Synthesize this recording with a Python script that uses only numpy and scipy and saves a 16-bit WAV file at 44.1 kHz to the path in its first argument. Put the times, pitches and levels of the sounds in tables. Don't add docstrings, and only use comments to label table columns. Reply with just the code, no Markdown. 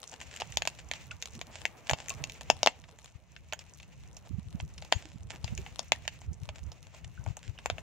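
import sys
import numpy as np
from scipy import signal
from scipy.fft import rfft, irfft
from scipy.io import wavfile
from scipy.ndimage import uniform_filter1d

SR = 44100
rng = np.random.default_rng(int(sys.argv[2]) if len(sys.argv) > 2 else 0)


def pcm_store(signal):
    levels = np.round(np.clip(np.atleast_2d(signal), -1, 1) * 32767)
    wavfile.write(sys.argv[1], SR, levels.astype(np.int16).T)


N = 344854
TIME = np.arange(N) / SR


def undb(db):
    return 10 ** (np.asarray(db) / 20)


def unit(x):
    return x / np.sqrt(np.mean(x ** 2))


def sides(pan_db):
    gains = undb(np.array([pan_db, -pan_db]) / 2).reshape(2, -1)
    return gains / np.sqrt(np.mean(gains ** 2, axis=0))


def add(out, s, sound):
    i = max(int(s * SR), 0)
    out[:, i:i + sound.shape[-1]] += sound[..., :N - i]


def curves(table):
    s, *columns = np.transpose(table)
    return [np.interp(TIME, s, c) for c in columns]


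def colour(x, points, size=4096):
    hz, db = np.transpose(points)
    bin_hz = np.arange(size // 2 + 1) * SR / size
    gain = undb(np.interp(np.log(bin_hz + 1), np.log(hz), db))
    cepstrum = irfft(np.log(gain))
    cepstrum[1:size // 2] *= 2
    cepstrum[size // 2 + 1:] = 0
    response = irfft(np.exp(rfft(cepstrum)))
    return signal.fftconvolve(x, response[None], axes=1)[:, :N]


def band(x, edges_hz):
    return signal.sosfilt(signal.butter(2, edges_hz, "bandpass", fs=SR, output="sos"), x)


def walk(rate):
    levels = rng.standard_normal(size=1024)
    held = levels[(TIME * rate).astype(int) % len(levels)]
    return unit(uniform_filter1d(held, int(SR / rate)))


def stereo_noise(apart, size=N):
    shared = rng.standard_normal(size)
    own = rng.standard_normal((2, size))
    return (shared + apart * own) / np.hypot(1, apart)


def fade(t, t60):
    return np.exp(-np.log(1000) * t / t60)


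def boat(x, deck_s=.0078, deck_db=-21, near_db=-14, near_t60=0.052, far_db=-26, far_t60=0.26, size=9000):
    t = np.arange(size) / SR
    response = np.zeros((2, size))
    onset = 1 - np.exp(-(t / 0.0062) ** 2)
    for db, t60 in ((near_db, near_t60), (far_db, far_t60)):
        tail = stereo_noise(1, size=size) * fade(t, t60) * onset
        response += undb(db) * unit(tail) / np.sqrt(size)
    response[:, 0] += 1
    response[:, int(deck_s * SR)] += undb(deck_db)
    return signal.fftconvolve(x, response, axes=1)[:, :N]


EDDIES_PER_S, MINOR_EDDY_DB, SWELL_DB = 35, -4.5, -15
# (peak t/s, length/s, relative level/dB, eddy f/Hz, left minus right/dB)
GUST_EVENTS = [(0.514, 0.17, -39, 107, -20), (1.1, 0.12, -41, 88, -26), (1.373, .07, -43, 130, 5),
               (1.934, 0.031, -26, 103, -34), (2.219, 0.15, -36.5, 104, -26), (3.158, 0.011, -38, 88, 28),
               (4.311, 0.019, -34.5, 220, -20), (4.346, 0.065, -30, 107, -24.5),
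               (4.39, 0.029, -29, 171, -20), (4.479, 0.034, -36.5, 88, 22), (4.552, 0.031, -29, 165.4, -22),
               (4.637, 0.052, -27.5, 102, 1.5), (4.963, 0.035, -27.5, 86.5, 25),
               (5.16, 0.029, -36, 164, -31), (5.254, 0.11, -36.5, 79.7, -6), (5.446, 0.028, -24.5, 104, 16),
               (5.527, 0.043, -28, 148, -11), (5.599, 0.077, -33, 95, 5), (6.29, 0.062, -32, 89.6, -4),
               (6.318, 0.027, -30, 134, -25), (6.432, 0.029, -32.5, 102.3, 17),
               (6.499, 0.078, -41.5, 83, -20), (6.659, 0.088, -33, 77.6, -22), (7.07, .12, -39, 90, 22.5),
               (7.197, 0.048, -34, 95.2, 27), (7.287, 0.054, -24.5, 102, 35), (7.492, 0.064, -31, 93, 26),
               (7.727, .02, -31, 88.4, -31)]


def gusts(eddy_cycles=0.76, eddy_db=4.5, size=4000):
    eddies, swell = np.zeros((2, N)), np.zeros((2, N))
    t = (np.arange(size) - size // 2) / SR
    for s, length, db, hz, side_db in GUST_EVENTS:
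        peak = undb(db + eddy_db) * sides(side_db) / np.sqrt(2)
        swell += undb(SWELL_DB) * peak * np.exp(-np.minimum((2 * (TIME - s) / length) ** 2, 20))
        minor_count = int(EDDIES_PER_S * length)
        minor = [(s + length * (u - .5), MINOR_EDDY_DB) for u in rng.random(minor_count)]
        window = 1 / np.cosh(np.clip(hz * t / eddy_cycles * 2, -20, 20))
        for when, weaker_db in [(s, 0)] + minor:
            push = np.cos(2 * np.pi * (hz * t + rng.random((2, 1)))) * window
            add(eddies, when + t[0], push * peak * undb(weaker_db))
    return eddies, swell


# (t/s, relative rumble level/dB)
BREEZE_LEVEL = [(0, -66.5), (.7, -58.5), (1.7, -61.5), (2.6, -55.5), (3.1, -65.5), (4.2, -56.5),
                (5.5, -57.5), (6.5, -54.5), (6.9, -61.5), (7.8, -56)]
# (f/Hz, relative gain/dB)
RUMBLE_SPECTRUM = [(20, -29.5), (40, -11.5), (70, 2), (100, -4), (160, -6.5), (250, -24), (400, -28),
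                   (900, -55.5), (3000, -65)]


def breeze(rumble_db=5.0, gust_db=3.0):
    level_db, = curves(BREEZE_LEVEL)
    unsteady_db = gust_db * np.array([walk(9), walk(9)])
    eddies, swell = gusts()
    strength = undb(level_db + rumble_db + unsteady_db) + swell
    rumble = unit(colour(rng.standard_normal((2, N)), RUMBLE_SPECTRUM))
    return eddies + rumble * strength


def bubble(hz, t60, rise=0.065):
    t = np.arange(int(t60 * SR)) / SR
    onset = 1 - np.exp(-t * hz / 2)
    cycles = hz * t * (1 + rise * t / t60 / 2)
    return onset * fade(t, t60) * np.sin(2 * np.pi * cycles)


def gurgle(low_hz=420, high_hz=1400, count=1300):
    out = np.zeros((2, N))
    for when, width, strength, side in rng.random((count, 4)):
        hz = low_hz * (high_hz / low_hz) ** width
        tone = bubble(hz, 45 / hz)
        add(out, when * N / SR, tone * undb(10 * strength) * sides(8 * (side - .5)))
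    return unit(out)


# (t/s, starting f/Hz, relative level/dB, t60/s)
HULL_BUBBLES = [(1.11, 2600, -22.5, 0.01), (1.115, 1420, -34.5, 0.032), (1.35, 223, -38, 0.1),
                (1.385, 355, -38, 0.035), (2.108, 1085, -37, 0.084), (2.106, 670, -35.5, 0.049),
                (5.049, 304.6, -42.5, 0.12), (5.585, 378, -37, 0.084), (5.952, 1850, -41, 0.05),
                (7.176, 1483, -44.5, 0.06), (7.578, 2870, -32.5, 0.014)]


def plips():
    out = np.zeros((2, N))
    for s, hz, db, t60 in HULL_BUBBLES:
        add(out, s, bubble(hz, t60) * undb(db))
    return boat(out * (1 + .35 * walk(500)))


# (t/s, relative level/dB)
LAPPING_LEVEL = [(0.0, -62), (1.0, -64), (1.13, -63.5), (1.87, -60), (2.0, -58.5), (2.9, -65.5),
                 (3.07, -69), (3.31, -73.5), (3.68, -66.5), (3.85, -70), (5.64, -65), (6.14, -68.5),
                 (6.77, -66.5), (7.14, -71), (7.54, -65), (7.82, -62.5)]
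# (f/Hz, relative gain/dB)
WASH_SPECTRUM = [(100, -9.5), (250, 2.5), (400, -5.5), (680, -1.5), (950, -4), (1300, -9.5), (2200, -11.5),
                 (5000, -31)]


def water(wash_db=2.0):
    lap_db, = curves(LAPPING_LEVEL)
    wash = unit(colour(stereo_noise(1.0) * undb(3.7 * walk(31)), WASH_SPECTRUM))
    return (wash + gurgle() / 2) * undb(lap_db + wash_db) + plips()


FLARE_DB, FLARE_T60_S = 5, 0.35


def flare():
    breaks = np.bincount([int(s * SR) for s, *_ in POP_EVENTS], minlength=N)
    freshness = signal.lfilter([1], [1, -fade(1 / SR, FLARE_T60_S)], breaks)
    return np.tanh(freshness)


# (f/Hz, relative gain/dB)
FIZZ_SPECTRUM = [(400, -8.5), (700, -4), (1200, -8.5), (2000, -0.5), (2700, 2.5), (3300, -6), (5000, -10),
                 (6800, -4.5), (7600, -9.5), (9000, -26), (12500, -30.5), (15000, -21)]


def hiss(flicker_db=4.0):
    return unit(colour(stereo_noise(1.0) * undb(flicker_db * walk(35)), FIZZ_SPECTRUM))


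def ticks(spread_db=7, ceiling_db=27, t60=0.0038, count=620, size=300):
    when, strength, side = rng.random((count, 3)).T
    sizes = undb(np.minimum(-spread_db * np.log(1 - strength), ceiling_db))
    clicks = np.zeros((2, N))
    clicks[:, (when * N).astype(int)] = sizes * sides(9 * (side - .5))
    grain = 0.28 * stereo_noise(1, size=size) * fade(np.arange(size) / SR, t60)
    grain[:, 0] += 1
    return unit(signal.fftconvolve(clicks, grain, axes=1)[:, :N])


# (low f/Hz, high f/Hz, relative level/dB)
FLAKE_BANDS = [(600, 5800, 4), (2180, 7900, 1), (5870, 7520, 3), (3000, 18000, -7.5)]


def crackle(clump_db=3):
    flakes = np.zeros((2, N))
    for low_hz, high_hz, db in FLAKE_BANDS:
        flakes += unit(band(ticks(), (low_hz, high_hz))) * undb(db)
    return unit(boat(flakes * undb(clump_db * walk(15))))


# (t/s, relative level/dB)
FIZZ_LEVEL = [(0.0, -59.5), (0.54, -62.5), (0.72, -62), (1.24, -60.5), (1.87, -64.5), (2.09, -59),
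              (2.26, -62), (2.48, -61.5), (3.16, -73), (3.63, -67.5), (4.53, -69), (4.99, -63.5),
              (5.1, -74), (5.34, -70), (5.53, -60.5), (6.27, -67.5), (7.08, -65.5), (7.82, -66)]


def coals(hiss_db=-0.03):
    fizz_db = curves(FIZZ_LEVEL)[0] + FLARE_DB * flare()
    return (hiss() + crackle()) * undb(fizz_db + hiss_db)


# (t/s, length/s, starting f/Hz, final f/Hz, relative level/dB)
SPARK_EVENTS = [(2.682, 0.033, 8200, 6600, -48.5), (4.931, .052, 6310, 7280, -44.5)]


def sparks(flutter=.018, size=4000):
    out = np.zeros((2, N))
    for s, length, start_hz, end_hz, db in SPARK_EVENTS:
        age = np.minimum(np.arange(size) / (length * SR), 1)
        wobble = unit(uniform_filter1d(rng.standard_normal(size), size=30))
        hz = (start_hz + (end_hz - start_hz) * age) * (1 + flutter * wobble)
        envelope = np.sin(np.pi * age) * (1 - age / 2)
        add(out, s, undb(db) * envelope * np.sin(2 * np.pi * np.cumsum(hz) / SR))
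    return out


# (low f/Hz, high f/Hz)
HOLLOW, SNAP, TOP = (591, 1017), (6460, 7440), (8500, 14100)
# (t/s, length/s, relative level/dB, hollow ring relative to grit/dB)
GRAINY_BURSTS = [(0.12, 0.046, -49.5, 1), (0.194, 0.087, -49, -13), (.305, .17, -49, -17),
                 (0.786, 0.024, -42.5, -7), (1.111, 0.02, -45, -20), (1.502, 0.24, -50.5, -4.5),
                 (1.86, 0.065, -50, -8), (1.959, .2, -50, -2), (2.878, 0.049, -61, 4),
                 (3.069, 0.067, -55, -14), (4.247, 0.05, -55.5, 4.5), (4.924, 0.51, -60, -3),
                 (5.286, 0.15, -52.5, -6), (6.543, .1, -57.5, -4), (6.868, 0.0072, -49.5, 2),
                 (6.924, 0.058, -62.5, 8), (7.042, 0.016, -50.5, -10.5), (7.27, 0.088, -57.5, 5),
                 (7.424, 0.13, -53.5, -25)]


def grainy_bursts(grit_hz=(1700, 4200), grain_spread=2.0, burst_db=2, size=14000):
    out = np.zeros((2, N))
    for s, length, db, hollow_db in GRAINY_BURSTS:
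        age = 5 * np.arange(size) / (length * SR)
        strikes = rng.random(size) < 40 / (length * SR)
        sizes = strikes * np.exp(2 * grain_spread * (rng.random(size) - 1))
        grains = stereo_noise(.6, size=size) * (.012 + sizes)
        burst = unit(band(grains, grit_hz))
        burst = burst + unit(band(grains, HOLLOW)) * undb(hollow_db)
        burst = burst + unit(band(grains, SNAP)) * undb(-5.0)
        swell = (age * np.exp(1 - age)) ** 2
        add(out, s, burst * swell * undb(db + burst_db))
    return out


POP_PAN_DB, POP_PAN_SCATTER_DB = 1.3, 2
# (t/s, relative crack level/dB, crack f/Hz,
# hollow ring relative to crack/dB, relative snap level/dB)
POP_EVENTS = [(0.214, -41.5, 2550, -4, 2), (0.3626, -42.5, 2500, -23, 5.5), (0.4012, -37, 2860, -5, -1),
              (.4097, -35.5, 3400, -6, -13), (0.4193, -34, 2700, 5.5, -18), (.5239, -43, 2600, -28, -6),
              (0.5717, -21, 3300, -8.5, -2), (0.621, -27.5, 2730, -7, -3.5), (0.653, -36.5, 2800, -2, -2),
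              (0.6744, -24, 3120, -5, 0), (0.9139, -27.5, 2450, -9.5, -4.5), (0.9365, -35, 3080, -9, -6),
              (1.2248, -32.5, 3100, -18, 0.5), (1.2572, -39, 3230, -13, 2), (1.414, -34, 2830, -6, -2.5),
              (1.654, -22, 2430, -10, -9), (1.8958, -22, 2760, -10.5, -27), (1.9004, -36, 2300, 9, 10),
              (1.9114, -29, 2660, 4, 3.5), (1.934, -26.5, 3020, 2, -8), (2.0842, -39, 2310, -20, 6),
              (2.0948, -45, 2400, -18, 18.5), (2.1029, -32.5, 2840, -17, 1.5),
              (2.2397, -29.5, 3430, -13.5, -3.5), (2.2974, -38.5, 3000, -15, -3.5),
              (2.4103, -42, 2650, -1, 2), (2.501, -16.5, 3500, 3.5, -5.5), (2.6314, -20, 3730, -1, -11),
              (2.662, -19.5, 3500, 1.5, -5), (2.6727, -15, 2880, 1, -17), (2.84, -49, 2500, -10, -18),
              (2.987, -56.5, 2700, 2, 8.5), (3.044, -52.5, 2764, -2, 8.5), (3.3638, -44, 2500, -24, -11),
              (3.525, -33, 3010, -2, -16), (3.534, -33, 2400, -3, 1.5), (3.5912, -44.5, 3700, -9, 1.5),
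              (3.8003, -47, 2900, -12, -7.5), (3.8301, -49.5, 3100, -11, -2),
              (4.1676, -49.5, 4400, -4.5, 7.5), (4.6009, -38.5, 2684, -2.5, -25),
              (4.7796, -44, 3430, -25, -12.5), (4.823, -42, 3017, -1, -7), (4.848, -51, 3410, 2, -3.5),
              (4.9198, -41.5, 2600, 0, 1), (4.9241, -16, 2780, -2, -10), (5.444, -35.5, 3810, -5, -5),
              (5.4788, -40, 2578, -11, -18), (5.5774, -37.5, 3000, -15, 2), (5.6635, -42, 2447, -5, -14),
              (5.7931, -28.5, 4100, -4, -5), (5.9201, -16, 2500, -4.5, -8), (6.0525, -48, 2400, -2, -6),
              (6.0785, -26.5, 2700, -10.5, -5.5), (6.2162, -54, 2904, 4, 4.5),
              (6.4902, -37, 2677, -1, -6.5), (6.7181, -46.5, 4100, -3, -5), (6.9458, -55, 3460, 1, 5),
              (7.2632, -50.5, 2050, 14.5, -0.5), (7.3689, -51, 2700, 7.5, 15),
              (7.5878, -43, 2680, -7.5, -25), (7.659, -30, 2600, 4, 2.5), (7.7004, -27, 2900, 0, -13),
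              (7.7825, -40, 2200, -1, -10)]


def pops(splinter=0.15, splinter_t60=0.027, weak_db=-36, weak_slope=0.83, crack_width=1.437, second=0.29,
         tear=1.0, pop_db=0.0, bright_db=-4.5, top_db=-13, lead_s=.0002, size=700):
    out, t = np.zeros((2, N)), np.arange(size) / SR
    window = .004 * SR
    for s, db, hz, hollow_db, snap_db in POP_EVENTS:
        pan_db = POP_PAN_DB + POP_PAN_SCATTER_DB * rng.standard_normal()
        spray_db = weak_slope * (weak_db - db - max(hollow_db, 0))
        spray = splinter * undb(spray_db) * fade(t, splinter_t60)
        force = spray * stereo_noise(0.18, size=size)
        force[:, 0] += 1
        force[:, rng.integers(9, 20)] += second
        rough = tear * fade(t, 0.0092) * stereo_noise(0.97, size=size)
        crack = unit(band(force + rough / 2, (hz / crack_width, hz * crack_width)))
        hollow = unit(band(force, HOLLOW)) * undb(hollow_db)
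        snap = unit(band(force + rough, SNAP)) * undb(bright_db)
        snap = snap + unit(band(force + 2 * rough, TOP)) * undb(top_db)
        pop = hollow - crack + snap * undb(snap_db)
        add(out, s - lead_s, pop * np.sqrt(window / size) * undb(db + pop_db) * sides(pan_db))
    return out


# (f/Hz, gain/dB)
FIRE_SPECTRUM = [(100, 9.5), (260, 11.5), (370, 2), (700, -1), (1150, -3.5), (1550, 3), (2000, -0.5),
                 (2650, 1), (4200, -5), (5500, 4), (6900, -2), (8400, 1), (10500, -9), (12500, -13),
                 (15000, 3), (16200, -12)]


def scene():
    shell = colour(pops() + grainy_bursts(), FIRE_SPECTRUM)
    fire = boat(shell + sparks()) + coals()
    fire[0] = np.roll(fire[0], shift=1)
    return fire + water() + breeze()


TOP_HZ = 15700


def record(dry):
    clipped = np.clip(dry, -1, 1)
    return signal.sosfilt(signal.ellip(10, .2, 90, TOP_HZ, fs=SR, output="sos"), clipped)


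dry = scene()
out = record(dry)
pcm_store(out)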